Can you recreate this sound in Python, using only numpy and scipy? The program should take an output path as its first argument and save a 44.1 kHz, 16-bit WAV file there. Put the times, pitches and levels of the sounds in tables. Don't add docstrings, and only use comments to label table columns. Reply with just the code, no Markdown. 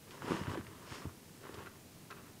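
import sys
import numpy as np
from scipy import signal
from scipy.fft import rfft, irfft
from scipy.io import wavfile

SR = 44100
rng = np.random.default_rng(int(sys.argv[2]) if len(sys.argv) > 2 else 0)


def inscribe(sig):
    pcm = np.round(np.clip(np.atleast_2d(sig).T, -1, 1) * 32767)
    wavfile.write(sys.argv[1], SR, pcm.astype(np.int16))


N = 105840
TIME = np.arange(N) / SR


def amp(db):
    return 10 ** (np.asarray(db) / 20)


def unit(x):
    return x / np.sqrt(np.mean(x ** 2) + 1e-20)


def read(points, hz):
    points_hz, value = np.transpose(points)
    return np.interp(np.log(hz + 1), np.log(points_hz + 1), value)


def add(mix, start_s, sound):
    part = mix[max(round(start_s * SR), 0):][:len(sound)]
    part += sound[:len(part)]


def colour(x, spectrum, size=4096):
    log_gain = np.log(amp(read(spectrum, abs(np.fft.fftfreq(size, 1 / SR)))))
    taps = np.fft.ifft(np.exp(np.conj(signal.hilbert(log_gain)))).real[:size // 2]
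    return signal.fftconvolve(x, taps / np.linalg.norm(taps))[:N]


def grains(per_s, spread_db, clump_db, clump_s=0.0045):
    size = amp(spread_db * np.minimum(rng.exponential(1, N), 4)) * rng.choice([-1., 1.], N)
    window = np.hanning(int(2 * clump_s * SR) + 3)
    clumps = unit(signal.fftconvolve(rng.standard_normal(N), window, "same"))
    return unit(size * (rng.random(N) < per_s / SR) * amp(clump_db * clumps))


def swing(t, hz, rise_cycles):
    age = t * hz / rise_cycles
    wave = np.sin(2 * np.pi * hz * t) * age * np.exp(-age)
    return wave / abs(wave).max()


def background(hiss_db=-56, whine_db=-85, whine_hz=15280):
    # frequency in Hz, relative density in dB.
    spectrum = [(20, -1), (50, -14), (85, 3.5), (190, 1), (330, -3), (470, -9), (690, -11.5), (1000, -18.5),
                (1500, -18.5), (2200, -17.5), (3200, -19.5), (5000, -19), (9000, -20.5), (15500, -23.5)]
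    gain = amp(read(spectrum, np.fft.rfftfreq(N, 1 / SR)))
    hiss = unit(irfft(rfft(rng.standard_normal(N)) * gain, N))
    return amp(hiss_db) * hiss + amp(whine_db) * np.sin(2 * np.pi * whine_hz * TIME)


def room(x, predelay_s=0.004, tap_chance=0.07):
    # frequency in Hz, T60 in seconds.
    t60_by_hz = [(100, .3), (400, 0.22), (1500, 0.31), (5000, 0.16), (12000, 0.36)]
    n = SR // 2
    taps = rng.choice([-1., 1.], n) * (rng.random(n) < tap_chance) * (TIME[:n] > predelay_s)
    hz, t, bands = signal.stft(taps, SR, nperseg=256)
    decay = amp(-60 * t / read(t60_by_hz, hz)[:, None])
    tail = signal.istft(bands * decay, SR, nperseg=256)[1]
    return signal.fftconvolve(x, tail / np.linalg.norm(tail))[:N]


def slides(sheen_hz=5400, sheen_width_hz=520, sheen_db=8.5):
    # fastest moment in seconds, rise in seconds, fall in seconds, level in dB.
    strokes = [(.125, 0.028, .04, -61), (.345, 0.12, 0.092, -53), (.525, 0.036, .03, -56),
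               (0.944, 0.075, 0.08, -52.5), (1.54, 0.2, .1, -69)]
    # frequency in Hz, relative density in dB.
    spectrum = [(200, 4), (1000, 8), (2200, 7), (2900, 5.5), (3800, 0.5), (4700, -0.5), (5900, -8),
                (6500, 0), (7500, -3.5), (10000, -8), (15000, -37)]
    speed = np.zeros(N)
    for peak_s, rise_s, fall_s, db in strokes:
        width_s = np.where(TIME < peak_s, rise_s, fall_s)
        speed += amp(db) * np.exp(-((TIME - peak_s) / width_s) ** 2)
    hiss = colour(grains(per_s=20000, spread_db=3.5, clump_db=0.4) * speed, spectrum)
    sheen = signal.lfilter(*signal.iirpeak(sheen_hz, sheen_hz / sheen_width_hz, SR), hiss)
    return hiss + amp(sheen_db) * sheen


def thumps(floor_hz=93, floor_t60_s=0.18, floor_db=-7.5, highpass_hz=73.4):
    # start in seconds, level in dB, pitch in Hz.
    paw_falls = [(0.413, -30.5, 178), (0.4774, -30.5, 128), (.496, -39, 94.4), (.597, -40.5, 108),
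                 (0.678, -45, 102), (0.914, -43.5, 108), (1.054, -40, 117), (1.066, -36.5, 105),
                 (1.172, -54, 152), (1.58, -46.5, 102)]
    out, t = np.zeros(N), TIME[:SR // 3]
    boom = amp(floor_db - 60 * t / floor_t60_s) * np.sin(2 * np.pi * floor_hz * t)
    for start_s, db, hz in paw_falls:
        add(out, start_s, amp(db) * (swing(t, hz, rise_cycles=0.41) + boom))
    return signal.lfilter(*signal.butter(2, highpass_hz, "high", fs=SR), out)


def scratches(release_s=0.014, lowpass_hz=4900):
    # start in seconds, hold in seconds, level in dB.
    catches = [(1.45, 0.0046, -69), (1.46, .005, -68), (1.584, 0.0033, -54), (1.6567, 0.015, -52),
               (2.1024, 0.011, -44), (2.17, 0.013, -61), (2.253, .006, -59.5)]
    # frequency in Hz, bandwidth in Hz, relative level in dB.
    resonances = [(360, 50, -2), (1050, 230, -6), (1360, 150, 0), (1623, 130, -5), (1984, 93, -8),
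                  (2600, 180, -8.5), (4150, 230, -15)]
    force = sum(amp(db) * (TIME >= start_s) * np.exp(-np.maximum(TIME - start_s - hold_s, 0) / release_s)
                for start_s, hold_s, db in catches)
    t = TIME[:SR // 20]
    body = np.zeros(len(t))
    for k, (hz, width_hz, db) in enumerate(resonances):
        envelope = amp(db) * width_hz * np.exp(-np.pi * width_hz * t)
        body += (-1) ** k * envelope * np.cos(2 * np.pi * hz * t)
    body = signal.lfilter(*signal.butter(2, lowpass_hz, "low", fs=SR), body)
    ticks = grains(per_s=2600, spread_db=-0.8, clump_db=3.5)
    return signal.fftconvolve(ticks * force, body / np.linalg.norm(body))[:N]


def sheet(x, gain_db=-14.5):
    # frequency in Hz, relative level in dB, T60 in seconds.
    modes = [(150, -4, .18), (374, 1, .22), (950, -4, .18), (1078, -4, .18), (1292, -8, .18),
             (1390, -7, .14), (1495, -9, .18), (2010, -12, .12), (2750, -14, .1)]
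    t = TIME[:SR // 4]
    ringing = sum(amp(db - 60 * t / t60_s) * np.sin(2 * np.pi * hz * t) for hz, db, t60_s in modes)
    return amp(gain_db) * signal.fftconvolve(x, 2 * ringing / np.sum(ringing ** 2))[:N]


def slack_fold(start_s=0.574, level_db=-34.5, start_hz=400, fall_s=0.042, decay_s=0.021):
    out, t = np.zeros(N), TIME[:SR // 8]
    cycles = np.cumsum(start_hz * np.exp(-t / fall_s)) / SR
    add(out, start_s, amp(level_db) * np.sin(2 * np.pi * cycles) * np.exp(-(t / decay_s) ** 2))
    return out


def flaps():
    # start in seconds, peak in dB, pitch in Hz.
    pops = [(.144, -43.5, 550), (0.229, -47, 254), (0.2445, -35, 255), (0.2805, -32, 384),
            (0.308, -26, 327), (0.3192, -23.5, 340), (0.3319, -33, 360), (0.343, -32.5, 210),
            (0.3493, -36, 253), (0.482, -33, 288), (.518, -37, 355), (0.537, -38, 330), (.556, -33.5, 580),
            (0.921, -40.5, 252), (1.054, -33.5, 269), (1.437, -44, 345), (1.495, -38.5, 394),
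            (1.545, -42, 430), (1.591, -45, 484), (1.606, -45, 396)]
    out, t = np.zeros(N), TIME[:SR // 8]
    for start_s, db, hz in pops:
        add(out, start_s, amp(db) * swing(t, hz, rise_cycles=0.4))
    return out


def snaps(grit_gain=0.18, grit_decay_s=0.0057):
    # start in seconds, level in dB, pitch in Hz.
    creases = [(.109, -39.5, 2870), (.136, -47, 1070), (.18, -45, 1360), (.221, -32.5, 1170),
               (.228, -40, 1370), (.289, -43, 1200), (.3195, -26, 1065), (.33, -36.5, 3000),
               (.436, -35.5, 1580), (.46, -38, 1230), (.47, -32.5, 1340), (.511, -43, 1300),
               (.545, -32, 1140), (.574, -34.5, 1390), (.581, -43, 1400), (.611, -41, 1440),
               (.668, -39.5, 2100), (.923, -38, 1320), (.932, -44, 1500), (1.094, -44, 1090),
               (1.469, -42, 1170), (1.492, -43, 1280), (1.661, -43, 1910), (1.758, -53, 1660),
               (1.543, -39.5, 3300), (1.587, -42, 2700), (1.593, -41, 1400), (2.1088, -40, 3500),
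               (2.112, -56, 1380)]
    out, t = np.zeros(N), TIME[:SR // 20]
    for start_s, db, hz in creases:
        band = signal.butter(2, [hz / 2, hz * 2], "band", fs=SR)
        grit = unit(signal.lfilter(*band, rng.standard_normal(len(t)))) * np.exp(-t / grit_decay_s)
        add(out, start_s, amp(db) * (swing(t, hz, rise_cycles=0.42) + grit_gain * grit))
    return out


def rustle():
    # time in seconds, level in dB.
    effort_curve = [(0, -75), (.08, -60.5), (.13, -54.5), (.2, -57), (.265, -43.5), (.315, -39),
                    (.37, -42.5), (.45, -51), (.49, -44), (.55, -44.5), (.6, -55.5), (.64, -57.5),
                    (.78, -57), (.86, -55), (.93, -49.5), (.98, -53), (1.05, -52.5), (1.095, -59.5),
                    (1.12, -64.5), (1.2, -67), (1.39, -68.5), (1.445, -51.5), (1.52, -57.5), (1.575, -51),
                    (1.63, -54), (1.71, -63), (1.76, -64), (1.85, -71), (2.08, -66), (2.19, -55.5),
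                    (2.22, -59), (2.4, -72)]
    # frequency in Hz, relative density in dB.
    spectrum = [(50, -47), (100, 10.5), (170, 7), (280, 5), (390, 9), (520, 2.5), (750, -5), (1000, 5.5),
                (1400, 0), (2000, -4), (2300, -12), (2850, -5.5), (3700, -15), (6000, -26), (10000, -24.5),
                (16000, -49)]
    effort = amp(np.interp(TIME, *np.transpose(effort_curve)))
    return colour(grains(per_s=5000, spread_db=2.5, clump_db=2.0) * effort, spectrum)


def scene(rubbing_send_db=-13.5, blows_send_db=-11.5):
    rubbing = rustle() + slides()
    blows = snaps() + flaps() + slack_fold() + scratches()
    direct = rubbing + blows
    reverb = room(amp(rubbing_send_db) * rubbing + amp(blows_send_db) * blows)
    mono = direct + sheet(direct) + thumps() + reverb + background()
    return np.array([mono, mono])


def record(dry, highpass_hz=30, lowpass_hz=15700):
    thinned = signal.sosfilt(signal.butter(1, highpass_hz, "high", fs=SR, output="sos"), dry)
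    taps = signal.firwin(611, lowpass_hz, window=("kaiser", 9), fs=SR)
    return signal.oaconvolve(thinned, taps[None], "same")


dry = scene()
out = record(dry)
inscribe(out)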